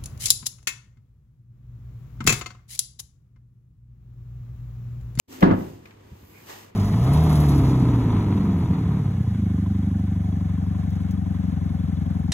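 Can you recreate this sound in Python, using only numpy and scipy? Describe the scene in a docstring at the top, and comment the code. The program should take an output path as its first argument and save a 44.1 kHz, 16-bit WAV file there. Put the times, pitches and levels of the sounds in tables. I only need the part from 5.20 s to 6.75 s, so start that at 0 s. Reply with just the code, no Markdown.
"""A sharp crack over a dull hollow thud: a hard loaf knocked once on a hard surface, a little to the right.
The crust cracks while loaf and surface ring together; the loaf rebounds lightly, the walls throw the
knock back and the quiet, live room booms briefly. A sleeve swishes as the arm moves; faint crust ticks,
soft bumps, a light rub and a short scrape come with the handling."""
import sys
import numpy as np
from scipy import signal
from scipy.fft import rfft, irfft
from scipy.io import wavfile
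from scipy.ndimage import uniform_filter1d

SR = 44100
rng = np.random.default_rng(int(sys.argv[2]) if len(sys.argv) > 2 else 0)


def digitize_waveform(pressure):
    """Quantize a signal to 16-bit integers and store it at the path in sys.argv[1].

    Rows of a 2-D input are taken as channels; values are limited to [-1, 1].
    """
    field = np.atleast_2d(pressure).T
    bounded = np.clip(field, -1, 1)
    quanta = np.round(bounded * 32767).astype(np.int16)
    wavfile.write(sys.argv[1], SR, quanta)


N = 68355
T = np.arange(N) / SR
HZ = np.fft.rfftfreq(N, 1 / SR)
KNOCK_S, REBOUND_S = .2258, .3095
CRACK_RISE_S, RIGHT_LEAD_S = .0026, .00042


# joint modes of loaf and surface (frequency [Hz], level [dB], t60 [s])
LOAF_MODES = [(187.2, 1, 0.11), (297.3, -7, 0.12), (380, -11, .085), (548.4, -13.5, 0.057),
              (730.5, -20.5, 0.14), (951, -16.5, 0.15), (1118, -18.5, .15), (1441, -21, .11),
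              (1680, -18.5, 0.1), (2028, -18, 0.043), (3200, -18.5, 0.0092)]
# crust crack spectrum (frequency [Hz], density [dB])
CRACK_SPECTRUM = [(150, 4.5), (500, 4.5), (1100, 2.5), (1700, -7.5), (2400, -16), (3200, -16.5),
                  (4500, -22.5), (7000, -34.5), (10000, -53), (15000, -41.5)]

def contact(start_s, thud_db, crack_db):
    """One contact of the loaf: a hollow thud under the crack of the crust."""
    thud = amp(thud_db) * ring(LOAF_MODES, start_s)
    crack = amp(crack_db) * noise(CRACK_SPECTRUM) * burst(start_s - RIGHT_LEAD_S, CRACK_RISE_S, t60_s=.072)
    return np.array([thud, delay(thud, -RIGHT_LEAD_S)]) + crack


# graze spectrum (frequency [Hz], density [dB])
GRAZE_SPECTRUM = [(100, 0), (200, 0), (400, -8.5), (580, 4.5), (900, -19.5), (2000, -20), (5000, -45)]
# crumbling spectrum (frequency [Hz], density [dB])
CRUNCH_SPECTRUM = [(1000, -3.5), (2000, -5.5), (3200, 0), (4000, 5.5), (7000, -1.5), (10000, -24),
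                   (15000, -11)]

def crust():
    """The crust grazes the surface, then crumbles a little under the blow."""
    graze = amp(-17) * noise(GRAZE_SPECTRUM) * np.exp(-abs(T - KNOCK_S) / .0053)
    crunch = amp(-41) * noise(CRUNCH_SPECTRUM) * grains(depth_db=1.5, size_samples=40)
    return graze + crunch * burst(KNOCK_S, CRACK_RISE_S, t60_s=.16)


# low push of the blow (frequency [Hz], level [dB], t60 [s])
PUSH_MODES = [(60, -7, .055), (104, -7, .067)]
# arrivals of the push (delay [s], gain [dB])
PUSH_ARRIVALS = [(0, 2), (0.0476, -1.4), (.091, 1.5), (0.148, -11), (0.2349, -13.5), (.305, -23.5)]

def flutter(start_s=.2308):
    """The blow's low push bounces to and fro between two walls."""
    return sum(amp(db) * ring(PUSH_MODES, start_s + delay_s) for delay_s, db in PUSH_ARRIVALS)


# wall reflections (delay [s], gain [dB], left lag [s])
WALL_ECHOES = [(0.0438, -17, -0.0024), (0.0762, -9, .00075), (.112, -13, .0006), (.182, -22, -.0004)]

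def wall_echoes(cutoff_hz=695):
    """Single echoes of the thud, dulled by the walls."""
    dulled = signal.lfilter(*signal.butter(1, cutoff_hz, fs=SR), ring(LOAF_MODES, KNOCK_S))
    return sum(amp(db) * np.array([delay(dulled, delay_s + lag_s), delay(dulled, delay_s)])
               for delay_s, db, lag_s in WALL_ECHOES)


# diffuse room spectrum (frequency [Hz], density [dB])
REVERB_SPECTRUM = [(25, -38), (45, 0), (140, -5), (320, -2.5), (450, -7.5), (700, -8), (1100, -10.5),
                   (2000, -20), (2700, -27.5), (4000, -33), (7000, -46), (15000, -73.5)]
# far-end return spectrum (frequency [Hz], density [dB])
RETURN_SPECTRUM = [(60, -18.5), (130, -5), (330, 0), (450, -4.5), (670, 0.5), (850, -19.5), (1150, -9),
                   (2000, -31), (6000, -51), (15000, -73)]
# standing waves (frequency [Hz], level [dB], t60 [s], left lag [rad])
STANDING_WAVES = [(103, -24, .9, .3), (156, -16, .42, -.4), (174, -15, .42, 0), (212, -24, .6, .8),
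                  (251, -11, .44, 1.1), (275, -18, .52, .9), (320, -18, .55, .8), (352, -24, .62, 0),
                  (377, -18.5, .55, 1.7), (413, -24, .53, 1), (515, -20.5, .5, 2), (562, -24.5, .42, 2.2),
                  (668, -32, .5, 2)]

def room():
    """The knock reverberates, scatters back from the far end and excites standing waves."""
    diffuse = amp(-17) * reverb(REVERB_SPECTRUM, KNOCK_S)
    far_return = amp(-21) * noise(RETURN_SPECTRUM) * swell(KNOCK_S + .0997, width_s=.019)
    boom = np.zeros((2, N))
    for hz, db, t60_s, lag_rad in STANDING_WAVES:
        phase = 2 * np.pi * hz * (T - KNOCK_S) + np.array([[0], [lag_rad]])
        boom += amp(db) * burst(KNOCK_S, .025, t60_s) * np.sin(phase)
    return diffuse + far_return + boom


# room decay (frequency [Hz], t60 [s])
REVERB_DECAY = [(60, .42), (130, 0.95), (250, 0.63), (600, 0.62), (1000, 0.52), (2000, 0.43), (5000, 0.25)]

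def reverb(spectrum, start_s):
    """Diffuse reverberation, each band dying at its own rate."""
    hz, time_s, bands = signal.stft(noise(spectrum), SR, nperseg=512)
    age_s = np.maximum(time_s - start_s, 0)
    decay = np.exp(-np.log(1000) * age_s / lookup(REVERB_DECAY, hz)[:, None])
    tail = signal.istft(bands * decay, SR, nperseg=512)[1][:, :N]
    return tail * burst(start_s, rise_s=.01, t60_s=np.inf)


# bump modes (frequency [Hz], level [dB], t60 [s])
BUMP_MODES = [(83.4, 5, 0.092), (120.5, 6.5, 0.058), (192, -8.5, 0.12), (265, -28, 0.056),
              (406.5, -20.5, .1)]
# handling bumps (time [s], gain [dB])
BUMP_EVENTS = [(.915, -28), (1.017, -38.5)]

def bumps():
    """Soft handling bumps, each a short low ring."""
    return sum(amp(db) * ring(BUMP_MODES, start_s) for start_s, db in BUMP_EVENTS)


# scrape resonances (frequency [Hz], width [Hz], level [dB])
SCRAPE_PEAKS = [(830, 82, -1.5), (950, 120, 0.5), (1165, 75, -2), (1875, 160, -2), (2800, 150, -8.5)]

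def scrape():
    """Dry friction catches quickly and dies away as the arm withdraws."""
    return amp(-39) * friction(SCRAPE_PEAKS) * burst(1.278, rise_s=.019, t60_s=.35)


# swish envelopes (time [s], treble [dB], body [dB], fizz [dB])
SWISH_LEVELS = [(.08, -64, -72, -64.5), (0.127, -48.5, -48, -51), (0.199, -53.5, -50, -57.5),
                (0.299, -65.5, -42.5, -64), (.4, -57.5, -51, -56), (0.499, -58, -55, -59.5),
                (0.619, -68.5, -70, -73), (.67, -64.5, -57.5, -67.5), (.76, -71, -65, -76),
                (.92, -66.5, -62.5, -68), (1.08, -65, -66.5, -59), (1.18, -60, -58, -58.5),
                (1.254, -59, -57.5, -57.5), (1.296, -45.5, -43.5, -48.5), (1.42, -54, -51, -56),
                (1.49, -62, -58, -67), (1.55, -85, -67, -84)]
# spectra of the three swish bands (frequency [Hz], density [dB])
TREBLE_SPECTRUM = [(1500, -15), (2500, -6), (2850, 4.5), (3300, -0.5), (5000, 0), (8800, 0), (10200, -48),
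                   (15500, -29)]
BODY_SPECTRUM = [(100, -15), (400, 4.5), (830, 1), (1400, -1.5), (1950, -1.5), (2850, -6), (4500, -21.5),
                 (9000, -41)]
FIZZ_SPECTRUM = [(3000, -27), (10000, -18), (11200, -2.5), (13000, -1), (15500, -2)]

def sleeve():
    """Grainy cloth friction swells with each move of the arm."""
    time_s, *levels_db = np.transpose(SWISH_LEVELS)
    spectra = TREBLE_SPECTRUM, BODY_SPECTRUM, FIZZ_SPECTRUM
    swish = sum(amp(np.interp(T, time_s, db)) * noise(band) for db, band in zip(levels_db, spectra))
    return swish * grains(depth_db=1.5, size_samples=60)


# downswing envelope (time [s], level [dB])
SWING_LEVELS = [(0, -87), (.08, -53), (.14, -43), (.22, -41.5), (.3, -73)]
# downswing spectrum (frequency [Hz], density [dB])
SWING_SPECTRUM = [(50, -26), (215, -9), (262, 5.5), (305, -6), (370, -10), (460, -28.5), (2000, -46)]

def arm_swing():
    """Low rustle as the arm swings down."""
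    return amp(np.interp(T, *np.transpose(SWING_LEVELS))) * noise(SWING_SPECTRUM)


# crust ticks (time [s], level [dB], fizz [dB])
TICK_EVENTS = [(0.2064, -40.5, -41.5), (0.655, -42, -63), (0.7072, -47.5, -77)]
# tick spectrum (frequency [Hz], density [dB])
TICK_SPECTRUM = [(200, 2.5), (1200, -2.5), (2200, 0), (3500, -9), (5200, -10), (8000, -35.5), (15000, -30)]
# crust resonances (frequency [Hz], width [Hz], level [dB])
CRUST_PEAKS = [(1580, 220, -10), (2190, 200, -2), (2440, 130, -0.5)]

def ticks():
    """Faint crust ticks: a snap, its reverberation, a brief ring and a bright fizz."""
    out = np.zeros((2, N))
    for start_s, db, fizz_db in TICK_EVENTS:
        snap = noise(TICK_SPECTRUM) * burst(start_s, rise_s=.0011, t60_s=.04)
        tail = amp(-17) * reverb(TICK_SPECTRUM, start_s)
        ringing = amp(-7) * friction(CRUST_PEAKS) * burst(start_s, rise_s=.0012, t60_s=.079)
        fizz = (noise(TREBLE_SPECTRUM) + noise(FIZZ_SPECTRUM)) * burst(start_s, rise_s=.00036, t60_s=.043)
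        out += amp(db) * (snap + tail + ringing) + amp(fizz_db) * fizz
    return out


def rub():
    """A light rub excites the crust's resonances."""
    return amp(-56) * friction(CRUST_PEAKS) * swell(1.181, width_s=.059)


# room tone spectrum (frequency [Hz], density [dB])
AIR_SPECTRUM = [(20, -47.5), (50, -8.5), (100, -6), (450, -9.5), (700, -19), (1000, -16.5), (1400, -24.5),
                (2500, -27), (15000, -54.5)]

def room_tone(hum_hz=101.6):
    """Quiet air with a faint mains hum."""
    hum = amp(-59) * np.sqrt(2) * np.sin(2 * np.pi * hum_hz * T)
    return amp(-53.5) * noise(AIR_SPECTRUM) + hum


# direct sound from the right (frequency [Hz], share [0-1])
DIRECT_FRACTION = [(60, 0.5), (500, 0.72), (2000, 0.12), (4000, 0.078), (8000, 0.58)]
# its phase between the microphones (frequency [Hz], left lead [rad])
DIRECT_PHASE = [(60, 0), (250, -.6), (430, -1.9), (650, -3.4), (1120, -5.2), (1600, -4.2), (2840, -13.8),
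                (3190, -15.8), (4130, -11.2), (4650, -12.3), (6290, -17.9), (8500, -15.9), (11300, -13.3),
                (15300, -11.8)]

def at_mics(gain, spacing_s=.00065):
    """Unit-rms shaped noise at two spaced microphones: part diffuse, part from the right."""
    left, independent = rfft(rng.standard_normal((2, N)))
    share = lookup(DIRECT_FRACTION, HZ)
    direct = np.exp(-1j * lookup(DIRECT_PHASE, HZ))
    coherence = (1 - share) * np.sinc(2 * HZ * spacing_s) + share * direct
    right = coherence * left + np.sqrt(np.maximum(1 - abs(coherence) ** 2, 0)) * independent
    return unit(irfft(np.array([left, right]) * gain, N))


def noise(spectrum):
    """Stereo noise shaped by a relative spectrum."""
    return at_mics(amp(lookup(spectrum, HZ)))


def friction(peaks):
    """Friction noise ringing in narrow resonances."""
    return at_mics(sum(amp(db) / (1 + (2 * (HZ - hz) / width_hz) ** 2) for hz, width_hz, db in peaks))


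def ring(modes, start_s):
    """Struck modes, each rising over its first cycle."""
    return sum(amp(db) * burst(start_s, 1 / hz, t60_s) * np.sin(2 * np.pi * hz * (T - start_s))
               for hz, db, t60_s in modes)


def burst(start_s, rise_s, t60_s):
    """Smooth rise, exponential fall."""
    age_s = np.maximum(T - start_s, 0)
    return (1 - np.exp(-(age_s / rise_s) ** 2)) * np.exp(-np.log(1000) * age_s / t60_s)


def swell(peak_s, width_s):
    """Bell-shaped envelope."""
    return np.exp(-((T - peak_s) / width_s) ** 2)


def grains(depth_db, size_samples):
    """Random level flicker."""
    flicker = unit(uniform_filter1d(rng.standard_normal(N), size_samples))
    return unit(amp(depth_db * np.clip(flicker, -2, 2)))


def delay(x, delay_s):
    """Fractional-sample delay."""
    hz = np.fft.rfftfreq(2 * N, 1 / SR)
    return irfft(rfft(x, 2 * N) * np.exp(-2j * np.pi * hz * delay_s))[..., :N]


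def lookup(table, hz):
    """Log-frequency interpolation."""
    table_hz, values = np.transpose(table)
    return np.interp(np.log(hz + 1), np.log(table_hz), values)


def amp(db):
    """Decibels to gain."""
    return 10 ** (np.asarray(db) / 20)


def unit(x):
    """Scales to rms 1."""
    return x / np.sqrt(np.mean(x ** 2) + 1e-20)


def scene():
    """Knock, room response, handling and room tone in stereo."""
    knock = contact(KNOCK_S, thud_db=0, crack_db=-12)
    rebound = contact(REBOUND_S, thud_db=-12, crack_db=-22.5)
    loaf = knock + rebound + crust()
    response = flutter() + wall_echoes() + room()
    handling = bumps() + rub() + ticks() + sleeve() + arm_swing() + scrape()
    return loaf + response + handling + room_tone()


def record(dry, open_s=.0842, cutoff_hz=15650):
    """Fade-in from near silence, soft ceiling, band limit."""
    opened = dry * amp(np.interp(T, [open_s - .01, open_s], [-32, 0]))
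    limited = opened / (1 + opened ** 8) ** (1 / 8)
    lowpass = signal.firwin(511, cutoff_hz, window=("kaiser", 9), fs=SR)
    return signal.oaconvolve(limited, lowpass[None], "same")


dry = scene()
out = record(dry)
digitize_waveform(out)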